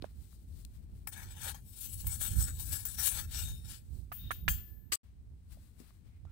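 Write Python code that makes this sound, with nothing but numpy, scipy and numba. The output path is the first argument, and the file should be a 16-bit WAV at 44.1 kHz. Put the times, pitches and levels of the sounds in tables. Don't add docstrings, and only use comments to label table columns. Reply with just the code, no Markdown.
import sys
import numpy as np
from scipy import signal
from scipy.fft import rfft, irfft, next_fast_len
from scipy.io import wavfile
from scipy.ndimage import uniform_filter1d
from numba import njit

SR = 44100
rng = np.random.default_rng(int(sys.argv[2]) if len(sys.argv) > 2 else 0)


def master(y):
    cut = np.clip(np.atleast_2d(y).T, -1, 1)
    pcm = np.round(cut * 32767)
    wavfile.write(sys.argv[1], SR, pcm.astype(np.int16))


N = 278315
STEP = 128
SILENCE_START_S, SILENCE_END_S = 4.958, 5.033
KNOCK_LAG_MS = 3.0

# start in seconds, knock level in dB, pitch in Hz, ring level
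# in dB, ring brightness in dB per octave, knock t60 in seconds, contact in ms, left minus right in dB,
# loosened grit in dB, grit t60 in seconds.
EDGE_KNOCKS = [(4.118, -38, 1220, -42.5, 22.5, 0.025, 44, -9, -67.5, 3.4),
               (4.307, -32.5, 1223, -37.5, 6.5, 0.026, 12.4, -12, -56.5, 0.33),
               (4.480, -20.5, 1717, -24, 2.5, 0.026, 17.9, -6, -49, 0.41)]


def grate():
    # start in seconds, hold in ms, grit level in dB, ms to rise 20 dB, ms to fall 20 dB,
    # body against grit in dB, treble tilt in dB.
    strokes = [(1.072, 4.5, -50, -2.5, 23, 0.5, 6), (1.127, 108, -52, 15, 96, -6.5, -4.5),
               (1.46, 35, -41.5, 148, 44, -12, -5), (1.546, 7.2, -56, 20, 79, -3.5, -5.5),
               (1.821, 40, -45.5, 151, 49, -32, -1), (1.923, 6.9, -51, 80, 78, -35, 0),
               (2.005, 9.3, -51, 64, 63, -28, 0), (2.069, 88, -45.5, 35, 45, -18.5, -0.5),
               (2.216, 49, -40, 29, 123, -21, -1), (2.419, 4.2, -42.5, 136, 82, -17, 1),
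               (2.478, 5.4, -47, 55, 97, -18.5, -1.5), (2.6, 16, -47, 90, 251.5, -18.5, 1),
               (2.727, 25, -40.5, 54, 110, -18, -0.5), (2.853, 96, -50, -0.5, 58.5, -18.5, 1),
               (2.988, 57, -38.5, 20.5, 99, -14, -1.5), (3.069, 10, -32.5, 101, 45.5, -22.5, -1),
               (3.173, 5.6, -34, 90.5, 68.5, -14.5, -3), (3.346, 65.5, -41.5, 68, 152, -19.5, -4),
               (3.69, 23, -46.5, 52, 88.5, -18, -4.5)]
    grit_db, body_db, tilt_db = swells(*np.transpose(strokes))
    judder = amp(2 * drift(60)[0] + drift(220)[0])
    force = amp(grit_db) * judder
    contact = grains(7000, spread_db=1)
    scraping = force * scrape(contact, body_db, tilt_db)
    return scraping + grate_modes(force * contact, tilt_db) + singing(contact)


def scrape(contact, body_db, tilt_db):
    # frequency in Hz, gain in dB.
    grit_spectrum = [(1500, -33.5), (2600, -11), (3500, -8), (5300, -6), (7000, -4), (10000, 1.5),
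                     (13000, 1.5), (16000, -9)]
    # resonance in Hz, width in Hz, level in dB.
    body_modes = [(548, 340, -5), (859, 350, 3.5), (1066, 170, -4), (1390, 680, 3.5), (1662, 250, -2),
                  (2196, 220, -0.5)]
    grit = rms_one(microphones(colour(rasp(contact), grit_spectrum)))
    dull = signal.sosfilt(signal.butter(2, 6000, fs=SR, output="sos"), grit)
    grit = amp(-tilt_db + 2.1 * drift(20)) * dull + amp(tilt_db + 0.5 * drift(45)) * (grit - dull)
    body = sum(amp(db + 3.8 * drift(16)[0]) * narrow(contact, hz, width) for hz, width, db in body_modes)
    return grit + amp(body_db) * rms_one(microphones(body))


def rasp(contact, count=44, cycles=75):
    pitches = np.geomspace(1500, 16000, count) * amp(rng.normal(0, 0.32, count))
    no_blows, no_grip = np.zeros(N), np.ones(N)
    out = 0
    for hz, spot in zip(pitches, wandering(count, rate=16)):
        out = out + hz * ring(contact, amp(6.4 * spot), no_blows, hz, cycles / hz, no_grip)
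    return rms_one(out) + 0.054 * contact


def grate_modes(rubbing, tilt_db, coupling_db=-32.5):
    mode_hz = [1700, 3210, 3760, 4600, 6190, 6495, 6630, 7020, 7564, 7660, 7905, 8200, 9075, 9220, 9385,
               9535, 9950, 10430, 10790, 11280, 11960, 12320, 12660, 13232, 13272, 13670, 13880, 14050,
               14285, 14590, 14660, 14716, 15110, 15295, 15700]
    # a mode's gain in dB when rubbed, gain in dB when knocked, free t60 in seconds.
    modes = [(-30.5, -20.5, 0.36), (-20.5, -15, 0.11), (-19, -31, 0.21), (-27.5, -24.5, 0.19),
             (-7.5, -31.5, 0.21), (-15.5, -5.5, 0.17), (-13, -26, 0.34), (-14, -32, .2), (-15.5, -15, 0.27),
             (-25.5, -22, 0.14), (-8, -24, 0.16), (-13, -10, 0.032), (-3.5, -32, 0.23), (-9.5, -32, 0.34),
             (-13, -9, 0.064), (-18, -31.5, 0.15), (-8, -35.5, 0.18), (-24, -14, 0.13),
             (-11.5, -12.5, 0.078), (-11.5, -29.5, 0.17), (-3.5, -14.5, 0.064), (-10, -30.5, 0.17),
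             (-11.5, -12.5, 0.13), (-17, -20.5, 0.75), (-17, -19, 1), (-11, -10.5, 0.13),
             (-13.5, -18.5, 0.1), (-10, -17.5, 0.31), (-10, -12.5, 0.12), (-12, -18, 0.22),
             (-13, -15.5, .38), (-9.5, -12.5, .55), (-11.5, -15.5, 0.099), (-10.5, -16, .17),
             (-2.5, -13.5, .11)]
    push = amp(coupling_db) * rubbing
    damping, hits = grip(), blows()
    t = np.arange(int(.15 * SR)) / SR
    spots = wandering(len(mode_hz), rate=13)
    chatter = rng.standard_normal((len(hits), len(t)))
    luck_db = rng.normal(0, 0.64, (len(hits), len(mode_hz)))
    rings = 0
    for hz, (rubbed_db, knocked_db, t60), spot, mode_luck_db in zip(mode_hz, modes, spots, luck_db.T):
        share_db = rubbed_db + 5.1 * spot + tilt_db[::STEP] * np.log2(hz / 6000)
        strikes = np.zeros(N)
        for hit, noise, chance_db in zip(hits, chatter, mode_luck_db):
            s, _, _, ring_db, bright_db, _, contact_ms, _, lag_ms = hit
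            at, contact_s = round((s + lag_ms / 1000) * SR), contact_ms / 1000
            gain = amp(ring_db + knocked_db + chance_db + bright_db * np.log2(hz / 10000))
            strikes[at:at + len(t)] += gain * noise * np.exp(-t / contact_s) / np.sqrt(contact_s * SR / 2)
        rings = rings + ring(push, amp(share_db), strikes, hz, t60, damping)
    return microphones(rings)


@njit
def ring(drive, share, strikes, hz, t60, damping):
    out = np.zeros_like(drive)
    angle, free_decay = 2 * np.pi * hz / SR, 10 ** (-3 / (t60 * SR))
    turn, gain = 2 * np.cos(angle), np.sin(angle)
    for side in range(drive.shape[0]):
        for n in range(2, drive.shape[1]):
            decay = free_decay * damping[n]
            push = share[n // STEP] * drive[side, n] + strikes[n]
            out[side, n] = decay * turn * out[side, n - 1] - decay ** 2 * out[side, n - 2] + gain * push
    return out


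def grip(touch_db_per_s=445, touch_s=.015):
    # time in seconds, loss in dB per second.
    hand_loss = [(2.9, 400), (3.25, 250), (3.45, 70), (3.63, 62), (3.64, 900), (3.67, 253), (4.1, 213),
                 (4.13, 15)]
    t = np.arange(N) / SR
    touch = sum(np.maximum(1 - abs(t - s) / touch_s, 0) for s, *_ in EDGE_KNOCKS[1:])
    loss = np.interp(t, *np.transpose(hand_loss)) + touch_db_per_s * touch
    return amp(-loss / SR)


def singing(contact):
    # start in seconds, pitch in Hz, hold in ms, level in dB, ms to rise 20 dB, ms to fall 20 dB.
    notes = [(3.4, 3680, 65, -54.5, 99.5, 170), (4.2, 3697, 100, -62.5, 30, 179.5),
             (4.5, 1730, 20, -74.5, 10, 500.5)]
    out = 0
    for s, hz, *shape in notes:
        tone = rms_one(narrow(contact, hz, width_hz=140) * sides(8.1)[:, None])
        out = out + amp(swells(s, *shape)[0]) * tone
    return out


def blows():
    # start in seconds, knock level in dB, pitch in Hz, ring level in dB,
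    # ring brightness in dB per octave.
    catches = [(1.074, -48.5, 2280, -43, -2), (1.125, -55, 1810, -61, 7), (1.467, -47.5, 830, -55, 0),
               (1.544, -52, 830, -43, -2), (2.043, -56, 865, -48, -2), (2.068, -70, 1550, -30, 9),
               (2.214, -54, 850, -36, 2), (2.415, -52, 800, -34, 9), (2.726, -58, 860, -35, 12),
               (2.852, -63, 1680, -31.5, 7), (2.984, -65, 1640, -45, 10), (3.074, -50, 1740, -34, -5)]
    t60, contact_ms, pan_db, lag_ms = 0.027, 2.7, 9, 0.28
    return ([(*row, t60, contact_ms, pan_db, lag_ms) for row in catches]
            + [(*row[:8], KNOCK_LAG_MS) for row in EDGE_KNOCKS])


def knocks():
    bounce_ms, bounce_db, bounce_pitch = (7.3, 7, 3), (-10.5, -2, -9.5), 1.4
    out = np.zeros((2, N))
    for s, level_db, hz, _, _, t60, _, pan_db, lag_ms in blows():
        add_knock(out, s, level_db, hz, t60, pan_db, lag_ms, rough=0.94)
    for (s, level_db, hz, _, _, t60, _, pan_db, *_), ms, db in zip(EDGE_KNOCKS, bounce_ms, bounce_db):
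        add_knock(out, s + ms / 1000, level_db + db, hz * bounce_pitch, t60, pan_db, KNOCK_LAG_MS, rough=1.37)
    return out


def add_knock(out, s, level_db, hz, t60, pan_db, lag_ms, rough):
    t = np.arange(int(.2 * SR)) / SR
    noise = narrow(rng.standard_normal((3, len(t))), 0.87 * hz, 0.64 * hz)
    noise = (noise[:2] + 0.43 * noise[2]) / noise.std()
    phase = 2 * np.pi * hz * t
    tone = np.sin(phase) + 0.25 * np.sin(0.62 * phase) + 0.058 * np.sin(0.8 * phase)
    knock = (tone + rough * noise) * amp(level_db - 60 * t / t60)
    for side, lag_s, piece in zip(out, (lag_ms / 1000, 0), knock * sides(pan_db)[:, None]):
        at = round((s + lag_s) * SR)
        side[at:at + len(t)] += piece[:N - at]


def trickle():
    # frequency in Hz, gain in dB.
    spectrum = [(250, -45), (700, -18.5), (1300, -5.5), (1750, -4.5), (2200, -8.5), (2800, 0.5), (3300, 0),
                (3900, -11.5), (4600, -6.5), (6500, -12), (9000, -22), (14000, -43.5)]
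    envelope, t = np.zeros(N), np.arange(SR) / SR
    for s, *_, grit_db, grit_t60 in EDGE_KNOCKS:
        envelope[round(s * SR):][:SR] = amp(grit_db - 60 * t / grit_t60)
    falling = colour(grains(3500, spread_db=-2), spectrum)
    return envelope * rms_one(microphones(falling))


def crackle():
    # time in seconds, level in dB, left minus right in dB.
    envelope = [(4.916, -78.5, -12.5), (4.921, -26, -25), (4.927, -25.5, -16), (4.935, -26.5, -10),
                (4.945, -35, -4), (4.957, -42.5, 3), (4.959, -56, -25.5), (4.976, -78.5, -18.5)]
    # frequency in Hz, gain in dB.
    spectrum = [(150, -18.5), (400, -15), (1000, -7), (2500, -4), (4500, -0.5), (7000, 2.5), (11000, 2),
                (16000, -2.5)]
    # resonance in Hz, width in Hz, gain in dB.
    peaks = [(410, 20.6, 13), (1173, 42, 13.5), (1850, 62, 2.5), (2850, 58, 5.5), (4730, 200, 7),
             (6220, 130, 5), (7850, 154, 10), (12100, 204.3, 5.5)]
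    level_db, pan_db = in_time(envelope)
    crackling = colour(grains(9000, spread_db=3.5), spectrum)
    ringing = sum(amp(db) * resonance(crackling, hz, width) for hz, width, db in peaks)
    return amp(level_db) * sides(pan_db) * rms_one(microphones(crackling + ringing))


def ticks():
    # start in seconds, level in dB, pitch in Hz, t60 in seconds, left minus right in dB.
    impacts = [(0.023, -41.5, 3980, 0.006, 13), (0.024, -44, 302, 0.046, -14),
               (0.043, -36, 620, 0.015, -18.5), (0.329, -62.5, 1190, 0.01, 7),
               (0.651, -53, 5900, 0.0047, 19), (0.952, -72, 4400, 0.01, 12),
               (4.485, -37, 62.3, 0.34, -13.5), (5.572, -61.5, 594, 0.04, 5), (5.802, -49.5, 241, 0.094, 7),
               (5.906, -59.5, 1170, 0.0079, 12), (5.801, -71, 5190, 0.032, 22),
               (5.84, -76, 2280, 0.0084, 5), (6.252, -53.5, 750, 0.0065, -17.5),
               (6.269, -73.5, 1365, 0.58, 2)]
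    out = np.zeros((2, N))
    for impact in impacts:
        add_knock(out, *impact, lag_ms=0, rough=0.71)
    return out


def rustle():
    # time in seconds, level in dB, ms to rise 20 dB, ms to fall 20 dB, swish against level in dB.
    brushes = [(.022, -71, 13, 21, 8), (.05, -73.5, 46, 100, 7), (.09, -76, 200, 300, -5),
               (.224, -69, 200, 300, -13.5), (.324, -68, 148, 202, -19), (.6, -66, 252, 204, -16),
               (0.65, -44, -1, 3, -35), (.75, -75.5, 300, 500, -6.5), (.955, -72, 32, 200, -11),
               (3.85, -75.5, 101, 200, -13), (3.97, -67, 147, 176, -18.5), (4.68, -76, 150, 200.5, -11.5),
               (5.041, -82.5, 21, 150, 3), (5.525, -64, 34, 64, -9), (5.63, -72, 297, 200, -8.5),
               (5.801, -62, 17, 89, -8), (5.88, -68.5, 200, 150, -5.5), (6.079, -79.5, 63, 180, 2.5),
               (6.253, -80, 3, 13, 8.5), (6.31, -84, 57, 100, 4)]
    # frequency in Hz, gain in dB.
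    spectrum = [(1500, -21), (2500, -13), (4000, -2.5), (6000, -4.5), (9000, -2.5), (12000, -2),
                (16000, -3)]
    s, *shape = np.transpose(brushes)
    level_db, swish_db = swells(s, 0, *shape)
    brushed = grains(5800, spread_db=0)
    fine = rms_one(microphones(colour(brushed, spectrum)))
    swish = rms_one(resonance(brushed, 670, 1960) * sides(8.3)[:, None])
    return amp(level_db + 2.6 * drift(37)) * (fine + amp(swish_db) * swish)


def stick():
    whirl = narrow(rng.standard_normal((2, N)), 2200, 600)
    level_db = swells(6.17, held_ms=0, db=-84, rise_ms=251, fall_ms=70)[0]
    return amp(level_db) * rms_one(whirl * sides(-8.5)[:, None])


def wind():
    # frequency in Hz, gain in dB.
    spectrum = [(12, -35), (20, -13.5), (58, 5.5), (85, 3), (290, -25.5), (604, -45.5), (900, -50),
                (1170, -74.5), (1980, -120)]
    level_db, pan_db = wind_strength()
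    own, shared = rng.standard_normal((2, N)), rng.standard_normal(N)
    flow = rms_one(colour(own + 0.96 * shared, spectrum) * amp(2.6 * drift(15)))
    flutter = signal.sosfilt(signal.butter(2, 170, "high", fs=SR, output="sos"), flow)
    breeze_db, missed_swing = -47.5, 0.66
    flutter_db = np.minimum(3.5 - missed_swing * (level_db - breeze_db), 12)
    flutter_db -= 3.5 * (np.arange(N) / SR > SILENCE_END_S)
    balance = sides(pan_db)
    balance /= np.sqrt(np.mean(balance ** 2, axis=0))
    return amp(level_db) * (flow + (amp(flutter_db) - 1) * flutter) * balance


def wind_strength():
    # time in seconds, level in dB, left minus right in dB.
    breeze = [
        [(0, -53.5, 1), (.7, -50, 1), (1.4, -49.5, 1), (1.8, -50, 3), (2.2, -41.5, -4), (2.6, -44, -1.5),
         (3.0, -48, 1), (3.4, -42, 2), (3.75, -48.5, -8), (4.3, -45.5, -6), (4.6, -49, -11),
         (4.96, -54.5, -26.5)],
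        [(5.03, -54.5, 0.5), (5.4, -52.5, -1.5), (5.7, -57, 0), (6.0, -56.5, 0.5), (6.31, -51.5, -5)],
    ]
    # start in seconds, hold in ms, level in dB, left minus right in dB.
    gusts = [(.03, 6.8, -46, -13), (.16, 20, -49, -4), (1.45, 8.9, -42, -7), (1.97, 6.6, -48, -21),
             (2.071, 10, -34.5, -12), (2.31, 78, -33, -11.5), (2.46, 17, -35.5, -15), (2.71, 16, -39.5, -7),
             (3.15, 105, -43.5, 11), (3.52, 23, -40.5, 3), (4.24, 9, -42, -9), (4.49, 28, -37.5, -22),
             (5.53, 10, -49.5, 1), (6.13, 10, -51, -5)]
    rise_ms, fall_ms = 80, 100
    steady_db, steady_pan = in_time(*breeze)
    s, held_ms, db, pan = np.transpose(gusts)
    gust_db, gust_pan = swells(s, held_ms, db, rise_ms, fall_ms, pan)
    power = amp(2 * steady_db) + amp(2 * gust_db)
    gust_share = amp(2 * gust_db) / power
    lump, sway = drift(14)
    return 10 * np.log10(power) - 0.5 * lump, steady_pan + gust_share * (gust_pan - steady_pan) + 4 * sway


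def hiss():
    # frequency in Hz, left and right density in dB per Hz (left ahead of the port's peaks).
    spectrum = [(200, -100, -100), (512, -113, -115), (1004, -118, -119), (2493, -120, -121),
                (4500, -122, -128), (8100, -124, -136), (12200, -128, -134), (16000, -126, -134)]
    white = rng.standard_normal((2, N)) * np.sqrt(SR / 2)
    left = microphones(colour(white, spectrum))[0]
    return np.array([left, colour(white[1], spectrum, column=2)])


def microphones(x):
    # resonance in Hz, width in Hz, lift in dB.
    port_peaks = [(4124, 1000, 2.5), (7940, 500, 4), (8730, 1500, 4.5), (15380, 1500, 5)]
    # frequency in Hz, gain in dB.
    cover = [(300, -2.5), (700, -12.5), (1300, -10), (2400, -6), (3600, -10.5), (5300, -18), (8000, -35),
             (11000, -20.5), (16000, -22.5)]
    left = x[0]
    for hz, width_hz, db in port_peaks:
        left = left + (amp(db) - 1) * resonance(left, hz, width_hz)
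    return np.array([left, colour(x[1], cover)])


def amp(db):
    return 10 ** (np.asarray(db) / 20)


def sides(pan_db):
    return amp(np.array([pan_db / 2, -pan_db / 2]))


def rms_one(x):
    return x / np.sqrt(np.mean(np.mean(x, axis=0) ** 2) + 1e-20)


def in_time(*spans):
    t = np.arange(N) / SR
    s, level_db, pan_db = np.transpose(np.concatenate(spans))
    inside = sum((t >= rows[0][0]) & (t <= rows[-1][0]) for rows in spans)
    return np.where(inside, np.interp(t, s, level_db), -200), np.interp(t, s, pan_db)


def swells(s, held_ms, db, rise_ms, fall_ms, *columns):
    ms = np.arange(N / SR * 1000 + 2)
    after = ms[:, None] - 1000 * s
    rising = np.maximum(-after, 0) / np.maximum(rise_ms, 1)
    falling = np.maximum(after - held_ms, 0) / np.maximum(fall_ms, 1)
    power = amp(2 * np.maximum(db - 20 * (rising + falling), -200))
    total = power.sum(axis=1)
    curves = [10 * np.log10(total)] + [power @ column / total for column in columns]
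    return [np.interp(np.arange(N) / SR * 1000, ms, curve) for curve in curves]


def colour(x, points, column=1):
    size, points = next_fast_len(N + 4096), np.array(points)
    hz = np.maximum(np.arange(size // 2 + 1) * SR / size, 1)
    gain_db = np.interp(np.log(hz), np.log(points[:, 0]), points[:, column])
    return irfft(rfft(x, size) * amp(gain_db), size)[..., :N]


def resonance(x, hz, width_hz):
    r = np.exp(-np.pi * width_hz / SR)
    feedback = [1, -2 * r * np.cos(2 * np.pi * hz / SR), r * r]
    return signal.lfilter((1 - r * r) / 2 * np.array([1, 0, -1]), feedback, x)


def narrow(x, hz, width_hz):
    return resonance(resonance(x, hz, width_hz), hz, width_hz)


def grains(per_s, spread_db):
    born = rng.random((2, N)) < per_s / SR
    sizes = amp(spread_db * np.minimum(rng.exponential(1, (2, N)), 5))
    return rms_one(born * sizes * rng.choice([-1, 1], (2, N)))


def drift(rate):
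    return wandering(2, rate, step=1)


def wandering(count, rate, step=STEP):
    knots = rng.standard_normal((count, int(N / SR * rate) + 2))
    position = np.arange(0, N, step) / SR * rate
    return np.array([np.interp(position, np.arange(len(k)), k) for k in knots])


def scene():
    t = np.arange(N) / SR
    before = uniform_filter1d(1. * (t < SILENCE_START_S), size=80)
    after = uniform_filter1d(1. * (t > SILENCE_END_S), size=80)
    metal = grate()
    rest = knocks() + ticks() + trickle() + rustle() + stick() + wind() + hiss()
    return before * metal + (before + after) * rest + crackle()


def record(dry):
    stepped = signal.sosfilt(signal.cheby2(12, 30, 16050, fs=SR, output="sos"), dry)
    return signal.sosfilt(signal.cheby2(14, 60, 16640, fs=SR, output="sos"), stepped)


dry = scene()
out = record(dry)
master(out)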